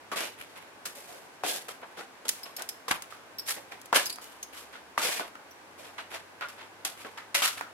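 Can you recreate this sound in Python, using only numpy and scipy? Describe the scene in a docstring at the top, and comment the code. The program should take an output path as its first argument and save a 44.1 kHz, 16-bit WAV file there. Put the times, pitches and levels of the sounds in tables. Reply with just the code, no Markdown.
"""Outdoor air and a faint far motor hum, then slow footsteps on gravel in a narrow walled path, in stereo.
Each heel knocks and crunches, the ball taps and rolls, and the other foot scuffs: dense stone hits under a load.
Large stones knock as decaying notes, single stones snap as coloured clicks, and a small metal piece clinks
close by on short-lived modes. Loose grit is sparse noise, air is coloured noise, and the hum is two sines."""
import sys
import numpy as np
from scipy import signal
from scipy.fft import rfft, irfft, next_fast_len
from scipy.io import wavfile
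from scipy.ndimage import uniform_filter1d

SR = 44100
rng = np.random.default_rng(int(sys.argv[2]) if len(sys.argv) > 2 else 0)


def inscribe(sig):
    """Save sig as 16-bit PCM at rate SR to the path in sys.argv[1].

    A 1-D sig is mono; a 2-D sig holds one channel per row.
    Samples are clipped to [-1, 1] before scaling.
    """
    pcm = np.round(np.clip(np.atleast_2d(sig).T, -1, 1) * 32767)
    wavfile.write(sys.argv[1], SR, pcm.astype(np.int16))


N = 341019

# Steady outdoor air, spectrum shape: frequency_hz, level_db
AIR_SPECTRUM = [(15, -77), (25, -22), (92, -13), (130, -16), (242, -9.5), (270, -6), (344, -6.5),
                (734, -5.5), (887, -4), (1400, -9.5), (1520, -6), (1740, -9.5), (2350, -12), (3520, -18),
                (12000, -27.5), (16000, -39)]
# Far motor, whose pitch dips and then climbs: time_s, pitch_hz, relative level_db
MOTOR_CURVE = [(0.0, 54, -53.5), (1.0, 55, -58), (2.5, 48, -70.5), (3.4, 52, -54.5), (4.65, 69, -50),
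               (5.2, 80, -69), (5.8, 90, -59), (6.7, 99, -56), (7.73, 105, -52)]
# How well each motor order carries: frequency_hz, gain_db
MOTOR_CARRY_CURVE = [(50, -21), (65, -12.5), (90, 2.5), (118, -8.5), (135, -24), (210, -24)]
# Stereo pair, direct sound: frequency_hz, left_lead_rad
LEFT_LEAD = [(200, -6.5), (1100, 0.83), (2000, 0.1), (3200, -0.67), (5000, -4.5), (14000, 1)]
# Stereo pair, diffuse sound: frequency_hz, side_minus_mid_db
STEREO_WIDTH = [(30, 12), (70, 7.5), (160, -9.5), (700, -4.5), (1500, -1), (3000, 1.5), (6000, 1.5),
                (14000, 1)]
# Loose grit as it settles, spectrum shape: frequency_hz, level_db
SETTLING_SPECTRUM = [(800, 0.5), (2500, 7), (6000, -10.5), (11500, -2.5), (16000, -23)]
# Small metal piece clinks: start_s, relative level_db, pitch_hz, ring_gain_db
CLINK_EVENTS = [(2.4325, -36.5, 5400, -4), (2.565, -26, 5560, -11), (2.689, -36, 5450, -3),
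                (3.3848, -34.5, 5600, 2.5), (3.393, -38.5, 5300, 2), (4.0547, -29, 6700, -3.5),
                (4.0644, -27, 5190, -2.5), (4.0967, -26.5, 4720, -8), (4.126, -32, 5150, -8),
                (4.428, -26.5, 6730, -19.5), (5.5095, -53, 6000, 1)]
# Modes of the metal: pitch_multiple, level_db, t60_s
METAL_MODES = [(.97, 7.5, 0.017), (1.02, -20, .008), (1.25, -16, 0.008), (1.57, -7, .01), (2.15, 0, 0.012),
               (2.45, -3, 0.0063)]
# Single stones snap: start_s, relative level_db
SNAP_EVENTS = [(0.859, -18.5), (0.874, -26), (2.2822, -14), (2.2901, -6), (2.2927, -7.5), (2.5935, -28),
               (2.621, -17.5), (2.6901, -16.5), (2.6958, -22), (3.022, -21.5), (3.815, -30.5), (3.858, -30),
               (4.0584, -17), (4.102, -20.5), (4.1582, -27.5), (4.242, -29), (6.851, -19), (7.42, -17)]
# Hard, sharp contact, spectrum shape: frequency_hz, level_db
SNAP_SPECTRUM = [(300, -75), (1000, -23.5), (2000, -11), (4000, -10), (6000, -7), (11500, -8.5),
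                 (16000, -20.5)]
# Large stones tip under the shoe: start_s, relative level_db, pitch_hz
KNOCK_EVENTS = [(1.69, -31.5, 1260), (2.882, -27, 1070), (2.913, -25.5, 1050), (3.124, -33, 1230),
                (3.721, -31.5, 1900), (4.185, -33.5, 1230), (5.05, -22, 497), (5.091, -25.5, 600),
                (5.196, -24, 940), (5.354, -33, 1380), (5.98, -42, 1240), (6.41, -27.5, 1500),
                (7.42, -19.5, 1160), (7.61, -21, 1350)]
# Blunt pulse of a knock, spectrum shape: frequency_hz, level_db
KNOCK_SPECTRUM = [(30, -51), (110, 0.5), (330, 5), (1000, 16.5), (1700, 9), (3000, -7), (12000, -21)]
# Where thud, body, crunch and grit sit: frequency_hz
STROKE_BANDS_HZ = [450, 1300, 3500, 10000]
# Colour shared by all strokes on the gravel: frequency_hz, level_db
GRAVEL_SPECTRUM = [(20, -42), (50, -25), (110, -26), (200, -8), (450, 2), (800, -1.5), (1300, -1),
                   (2200, -1.2), (3500, -2.5), (6000, -1.5), (11800, 1.5), (14000, -5), (16000, -20)]
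# Light touches or drags of the other foot: start_s, relative level_db, rise_s, thud_db, brightness_db
SCUFF_EVENTS = [(0.41, -45, 0.011, 1, -0.5), (0.557, -32, 0.0014, -9, -12),
                (0.852, -31.5, 0.0039, 1.5, 7.5), (0.949, -41.5, 0.0063, 5, 10.5),
                (1.074, -43, 0.021, 11.5, 6), (1.682, -34, 0.0033, 3, 4.5), (1.814, -31, 0.018, -3, -35),
                (1.964, -29.5, 0.027, 3.5, -7), (2.25, -33, 0.0044, 8, -2), (2.30, -44, 0.063, -23, 2),
                (2.449, -33.5, 0.011, -1, -7), (2.58, -26, 0.0084, -2.5, -13), (2.88, -24.5, 0.0033, 0, 0),
                (3.1, -37.5, 0.006, -23, -3), (3.456, -24.5, .038, -13, 9), (3.563, -36, 0.0017, 5.5, -3),
                (3.712, -31.5, 0.0096, -3, -11), (4.213, -44, 0.0016, -3, 7), (4.528, -37, 0.061, -9, 5),
                (4.721, -31.5, 0.026, -14, -16), (5.195, -22, 0.0019, 2, -14),
                (5.777, -40.5, 0.011, 5.5, 1.5), (5.84, -36.5, 0.014, -10, -5),
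                (5.979, -21, 0.0037, -17, -19.5), (6.10, -26.5, 0.048, -7.5, -8.5),
                (6.408, -20, 0.015, -18, -27), (6.484, -36.5, 0.0025, -14, 1.5),
                (6.563, -30, 0.049, -16, -19), (6.848, -23.5, 0.0024, -10.5, 4.5),
                (6.97, -40.5, 0.035, -10, 1.5), (7.046, -28, 0.0015, 1.5, -26),
                (7.172, -26.5, 0.0026, -14, -15), (7.573, -27, 0.0022, -12, -4.5)]
# Full steps, heel then ball (levels relative): start_s, knock_db, knock_pitch_hz, heel_db, heel_t60_s,
# heel_brightness_db, ball_delay_s, ball_db, roll_s, ball_brightness_db, thud_db
STEP_EVENTS = [(0.115, -24, 1270, -20, 0.22, -11, 0.041, -22.5, 0.081, -1.5, -2),
               (1.434, -20, 730, -23, 0.25, -3.5, .026, -29.5, 0.093, 10.5, 4),
               (2.908, -17, 1090, -5, 0.053, -12.5, 0.0044, -31, 0, -3, -17),
               (3.926, -11, 980, -7.5, 0.14, -20, .014, -11, 0.0086, 0.5, -6),
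               (4.976, -13, 1170, -19.5, 0.33, -1.5, 0.037, -21, 0.14, 5, -3.5),
               (7.343, -38, 1510, -13, 0.3, 1.5, .077, -15, 0.017, 3, -15.5)]

SIZE = 2 ** 14   # samples that one event lasts
AGE = np.arange(SIZE) / SR   # seconds since the event began
CLICK = 1. * (AGE == 0)   # a lone contact
WALLS_T60_S = 0.36
AIR_DB = -53.5   # rms of the mid signal, before the final filters
# every stroke stirs up loose grit, which then settles
STEP_STIRS_DB, SCUFF_STIRS_DB, SETTLE_T60_S = -45, -60.5, 0.59
HEEL_RISE_S, BALL_RISE_S, BALL_T60_S = .004, 0.017, 0.24
# the ball's short tap, its level set against the roll
TAP_DB, TAP_RISE_S, TAP_T60_S = -3, 0.0048, 0.041
# the load eases while the foot rolls, and comes in small lurches
ROLL_SAG_DB_PER_S, LURCH_DB, LURCH_S = 65, 2.0, .012
# a scuff dies away more slowly the further it lies below the reference level
SCUFF_T60_S, SCUFF_REFERENCE_DB, LINGER_S_PER_DB = 0.22, -36, 0.0757
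# crunch and grit at zero brightness, and the share of the brightness that the crunch takes
CRUNCH_DB, GRIT_DB, STEP_CRUNCH_SHARE, SCUFF_CRUNCH_SHARE = 0.5, -10, 0.67, 0.35
HEEL_THUD_DB = 1.5   # extra thud of the heel over the ball


def from_db(db):
    """Decibels to gain."""
    return 10 ** (np.asarray(db) / 20)


def at_hz(points, hz):
    """Read a table on a log-frequency axis."""
    f, value = np.transpose(points)
    return np.interp(np.log(hz + 1), np.log(f), value)


def in_time(rows):
    """The columns of a curve at every sample."""
    s, *columns = np.transpose(rows)
    return [np.interp(np.arange(N) / SR, s, column) for column in columns]


def bins(size):
    """Frequencies of a real transform."""
    return np.arange(size // 2 + 1) * SR / size


def unit_energy(x):
    """Scale so that the squares sum to one."""
    return x / np.sqrt(np.sum(x ** 2) + 1e-20)


def colour(x, spectrum):
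    """Causal (minimum-phase) filter with the given dB spectrum."""
    size = next_fast_len(x.shape[-1], True)
    log_gain = np.log(from_db(at_hz(spectrum, bins(size))))
    cepstrum = irfft(log_gain, size)
    # folding the cepstrum onto positive times makes the phase minimum
    cepstrum[1:] *= 2 * (np.arange(1, size) < size / 2)
    response = np.exp(rfft(cepstrum))
    return irfft(rfft(x, size) * response, size)[..., :x.shape[-1]]


def diffuse(size):
    """Stereo white noise from all sides: mid and side noise balanced by frequency."""
    padded = next_fast_len(size, True)
    width = from_db(at_hz(STEREO_WIDTH, bins(padded)))
    mid, side = rfft(rng.standard_normal((2, padded)))
    pair = np.array([mid + width * side, mid - width * side])
    return irfft(pair / np.sqrt(1 + width ** 2), padded)[:, :size]


def air():
    """Steady outdoor air: diffuse noise with a fixed colour."""
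    noise = colour(diffuse(N), AIR_SPECTRUM)
    return from_db(AIR_DB) * noise / np.std(noise.mean(axis=0))


def motor(gain_db):
    """A faint hum of two orders, each louder or softer as its pitch moves through the carry curve."""
    hz, db = in_time(MOTOR_CURVE)
    phase = 2 * np.pi * np.cumsum(hz) / SR
    hum = 0
    for order in (1, 2):
        carry_db = at_hz(MOTOR_CARRY_CURVE, order * hz)
        hum = hum + from_db(db + gain_db + carry_db) * np.sin(order * phase)
    return np.sqrt(2) * hum


def linger(energy, t60):
    """Spread energy over an exponential decay, keeping its sum."""
    kept = from_db(-60 / (t60 * SR)) ** 2   # share of energy left after each sample
    return signal.lfilter([0, 1 - kept], [1, -kept], energy + 1e-18)


def passage(hits, scatter_db, scatter_t60, tail_db):
    """Direct sound, scatter off the ground and the ring of the walls.
    Every stone lies elsewhere, so the reflections add up to noise that follows the energy of the hits."""
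    lead = at_hz(LEFT_LEAD, bins(SIZE)) / 2
    direct = irfft(rfft(hits) * np.exp(1j * np.array([lead, -lead])))
    direct_share = 1 / (1 + from_db(scatter_db) ** 2)
    scatter = (1 - direct_share) * linger(hits ** 2, scatter_t60)
    walls = from_db(tail_db) ** 2 * linger(hits ** 2, WALLS_T60_S)
    return np.sqrt(direct_share) * direct + np.sqrt(scatter + walls) * diffuse(SIZE)


def strike(sound, scatter_db, scatter_t60, tail_db):
    """One short sound, heard through the space."""
    return irfft(rfft(sound) * rfft(passage(CLICK, scatter_db, scatter_t60, tail_db)))


def add(out, s, sound):
    """Mix a sound in at its time and fade out its last 80 ms."""
    at = round(s * SR)
    fade = np.clip((AGE[-1] - AGE) / .08, 0, 1) ** 2
    out[:, at:at + SIZE] += (sound * fade)[:, :N - at]


def grains(size, per_s, spread_db):
    """Stones collide at random moments, with nearly equal force; rms 1."""
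    excess = np.minimum(rng.exponential(1, size), 4)
    sizes = from_db(spread_db * excess) * rng.choice([-1, 1], size)
    collides = rng.random(size) < per_s / SR
    return unit_energy(sizes * collides) * np.sqrt(size)


def settling(uneven_db, uneven_s):
    """Loose grit keeps shifting after each step and scuff, unevenly and ever more faintly."""
    stirs = np.zeros(N)   # energy
    for rows, db in ((STEP_EVENTS, STEP_STIRS_DB), (SCUFF_EVENTS, SCUFF_STIRS_DB)):
        stirs[[round(row[0] * SR) for row in rows]] = from_db(db) ** 2
    kept = from_db(-60 / (SETTLE_T60_S * SR)) ** 2
    unrest = np.sqrt(signal.lfilter([1], [1, -kept], stirs))
    uneven = uniform_filter1d(rng.standard_normal(N), max(int(uneven_s * SR), 1))
    uneven_gain = from_db(uneven_db * uneven / np.std(uneven))
    grit = colour(diffuse(N) * np.abs(grains(N, per_s=3000, spread_db=0.5)), SETTLING_SPECTRUM)
    return unrest * uneven_gain * grit / np.std(grit)


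def clinks(gain_db):
    """The metal chatters for a moment and rings briefly; the walls spread its note on."""
    out = np.zeros((2, N))
    contact = colour(CLICK, SNAP_SPECTRUM) * from_db(20.0)
    for s, db, hz, ring_db in CLINK_EVENTS:
        ring = 0
        for multiple, level, t60 in METAL_MODES:
            # each hit excites the modes a little differently
            envelope = from_db(level + rng.normal(0, 3.6) - 60 * AGE / t60)
            ring = ring + envelope * np.sin(2 * np.pi * hz * multiple * AGE)
        clink = strike(from_db(ring_db) * ring + contact, scatter_db=15, scatter_t60=0.06, tail_db=-9)
        add(out, s, from_db(db + gain_db) * clink)
    return out


def snaps(gain_db):
    """A stone slips and cracks against its neighbour: one bright pulse with its scatter."""
    out = np.zeros((2, N))
    pulse = unit_energy(colour(CLICK, SNAP_SPECTRUM))
    for s, db in SNAP_EVENTS:
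        snap = strike(pulse, scatter_db=14, scatter_t60=0.025, tail_db=-11)
        add(out, s, from_db(db + gain_db) * snap)
    return out


def dull_note(hz, cycles):
    """The note of a struck stone, down 60 dB after the given number of cycles; unit energy."""
    return unit_energy(from_db(-60 * AGE * hz / cycles) * np.cos(2 * np.pi * hz * AGE))


def knock(db, hz, ring_db, cycles, scatter_db):
    """A blunt pulse and the brief hollow note of what was hit."""
    pulse = unit_energy(colour(CLICK, KNOCK_SPECTRUM))
    hit = pulse + from_db(ring_db) * dull_note(hz, cycles)
    return from_db(db + 9.0) * strike(hit, scatter_db, scatter_t60=0.011, tail_db=-4)


def knocks():
    """Large stones tip and knock as the weight moves over them."""
    out = np.zeros((2, N))
    for s, db, hz in KNOCK_EVENTS:
        add(out, s, knock(db, hz, ring_db=6.0, cycles=14, scatter_db=23))
    return out


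def pebbles(load, per_s, cycles, low_hz, high_hz, count):
    """The larger stones knock now and then, each with a dull note of its own."""
    spectrum = 0
    for hz in low_hz * (high_hz / low_hz) ** rng.random(count):
        hits = load * grains(SIZE, per_s, spread_db=1.0)
        spectrum = spectrum + rfft(hits) * rfft(dull_note(hz, cycles))
    return irfft(spectrum) / np.sqrt(count)


def colouring(thud_db, bright_db, crunch_share):
    """Gains of thud, body, crunch and grit: loose fine gravel is bright, firm ground is dull."""
    return [thud_db, 0, CRUNCH_DB + crunch_share * bright_db, GRIT_DB + bright_db]


def stroke(db, rise, hold, t60, gains_db):
    """Weight comes onto the stones, they grind against each other while it rolls on, then they lock."""
    lurch = uniform_filter1d(rng.standard_normal(SIZE), max(int(LURCH_S * SR), 1))
    lurch_db = LURCH_DB * lurch / np.std(lurch)
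    roll_sag_db = ROLL_SAG_DB_PER_S * np.clip(AGE - rise, 0, hold)
    decay_db = 60 * np.maximum(AGE - rise - hold, 0) / t60
    onset = np.minimum(AGE / max(rise, 1 / SR), 1)
    load = onset * from_db(lurch_db - roll_sag_db - decay_db)
    fine_hits = load * grains(SIZE, per_s=7000, spread_db=0.5)
    fine = passage(fine_hits, scatter_db=8.0, scatter_t60=0.0045, tail_db=-14.0)
    large_stones = pebbles(load, per_s=100, cycles=29.0, low_hz=503, high_hz=4050, count=4)
    coarse = strike(large_stones, scatter_db=-2.5, scatter_t60=0.1, tail_db=-14)
    tilt = list(zip(STROKE_BANDS_HZ, gains_db))
    spectrum = [(hz, level + at_hz(tilt, hz)) for hz, level in GRAVEL_SPECTRUM]
    return from_db(db - 1.85) * colour(fine + from_db(-11.5) * coarse, spectrum)


def scuffs():
    """The free foot brushes the gravel: one light stroke with no roll."""
    out = np.zeros((2, N))
    for s, db, rise, thud_db, bright_db in SCUFF_EVENTS:
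        t60 = SCUFF_T60_S + LINGER_S_PER_DB * max(SCUFF_REFERENCE_DB - db, 0)
        gains_db = colouring(thud_db, bright_db, SCUFF_CRUNCH_SHARE)
        add(out, s, stroke(db, rise, 0, t60, gains_db))
    return out


def footsteps():
    """The heel knocks and crunches, then the ball of the foot taps down and rolls through the gravel."""
    out = np.zeros((2, N))
    for (s, knock_db, hz, heel_db, heel_t60, heel_bright_db,
         ball_delay, ball_db, roll, ball_bright_db, thud_db) in STEP_EVENTS:
        heel = colouring(thud_db + HEEL_THUD_DB, heel_bright_db, STEP_CRUNCH_SHARE)
        ball = colouring(thud_db, ball_bright_db, STEP_CRUNCH_SHARE)
        ball_s = s + ball_delay
        add(out, s, stroke(heel_db, HEEL_RISE_S, 0, heel_t60, heel))
        add(out, s + HEEL_RISE_S / 2, knock(knock_db, hz, ring_db=2, cycles=18, scatter_db=6))
        add(out, ball_s, stroke(ball_db + TAP_DB, TAP_RISE_S, 0, TAP_T60_S, ball))
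        add(out, ball_s, stroke(ball_db, BALL_RISE_S, roll, BALL_T60_S, ball))
    return out


def scene():
    """Feet, stones and metal over the air and the motor."""
    background = air() + motor(gain_db=-14.5)
    stones = settling(uneven_db=7.5, uneven_s=.03) + snaps(gain_db=9.0) + knocks()
    feet = scuffs() + footsteps()
    return background + clinks(gain_db=5.0) + stones + feet


def record(dry):
    """The deep bass is rolled off below 32 Hz and the top is cut steeply at 16 kHz."""
    low_cut = signal.butter(2, 32, "high", fs=SR, output="sos")
    high_cut = signal.ellip(10, .1, 80, 16000, fs=SR, output="sos")
    return signal.sosfilt(high_cut, signal.sosfilt(low_cut, dry))


dry = scene()
out = record(dry)
inscribe(out)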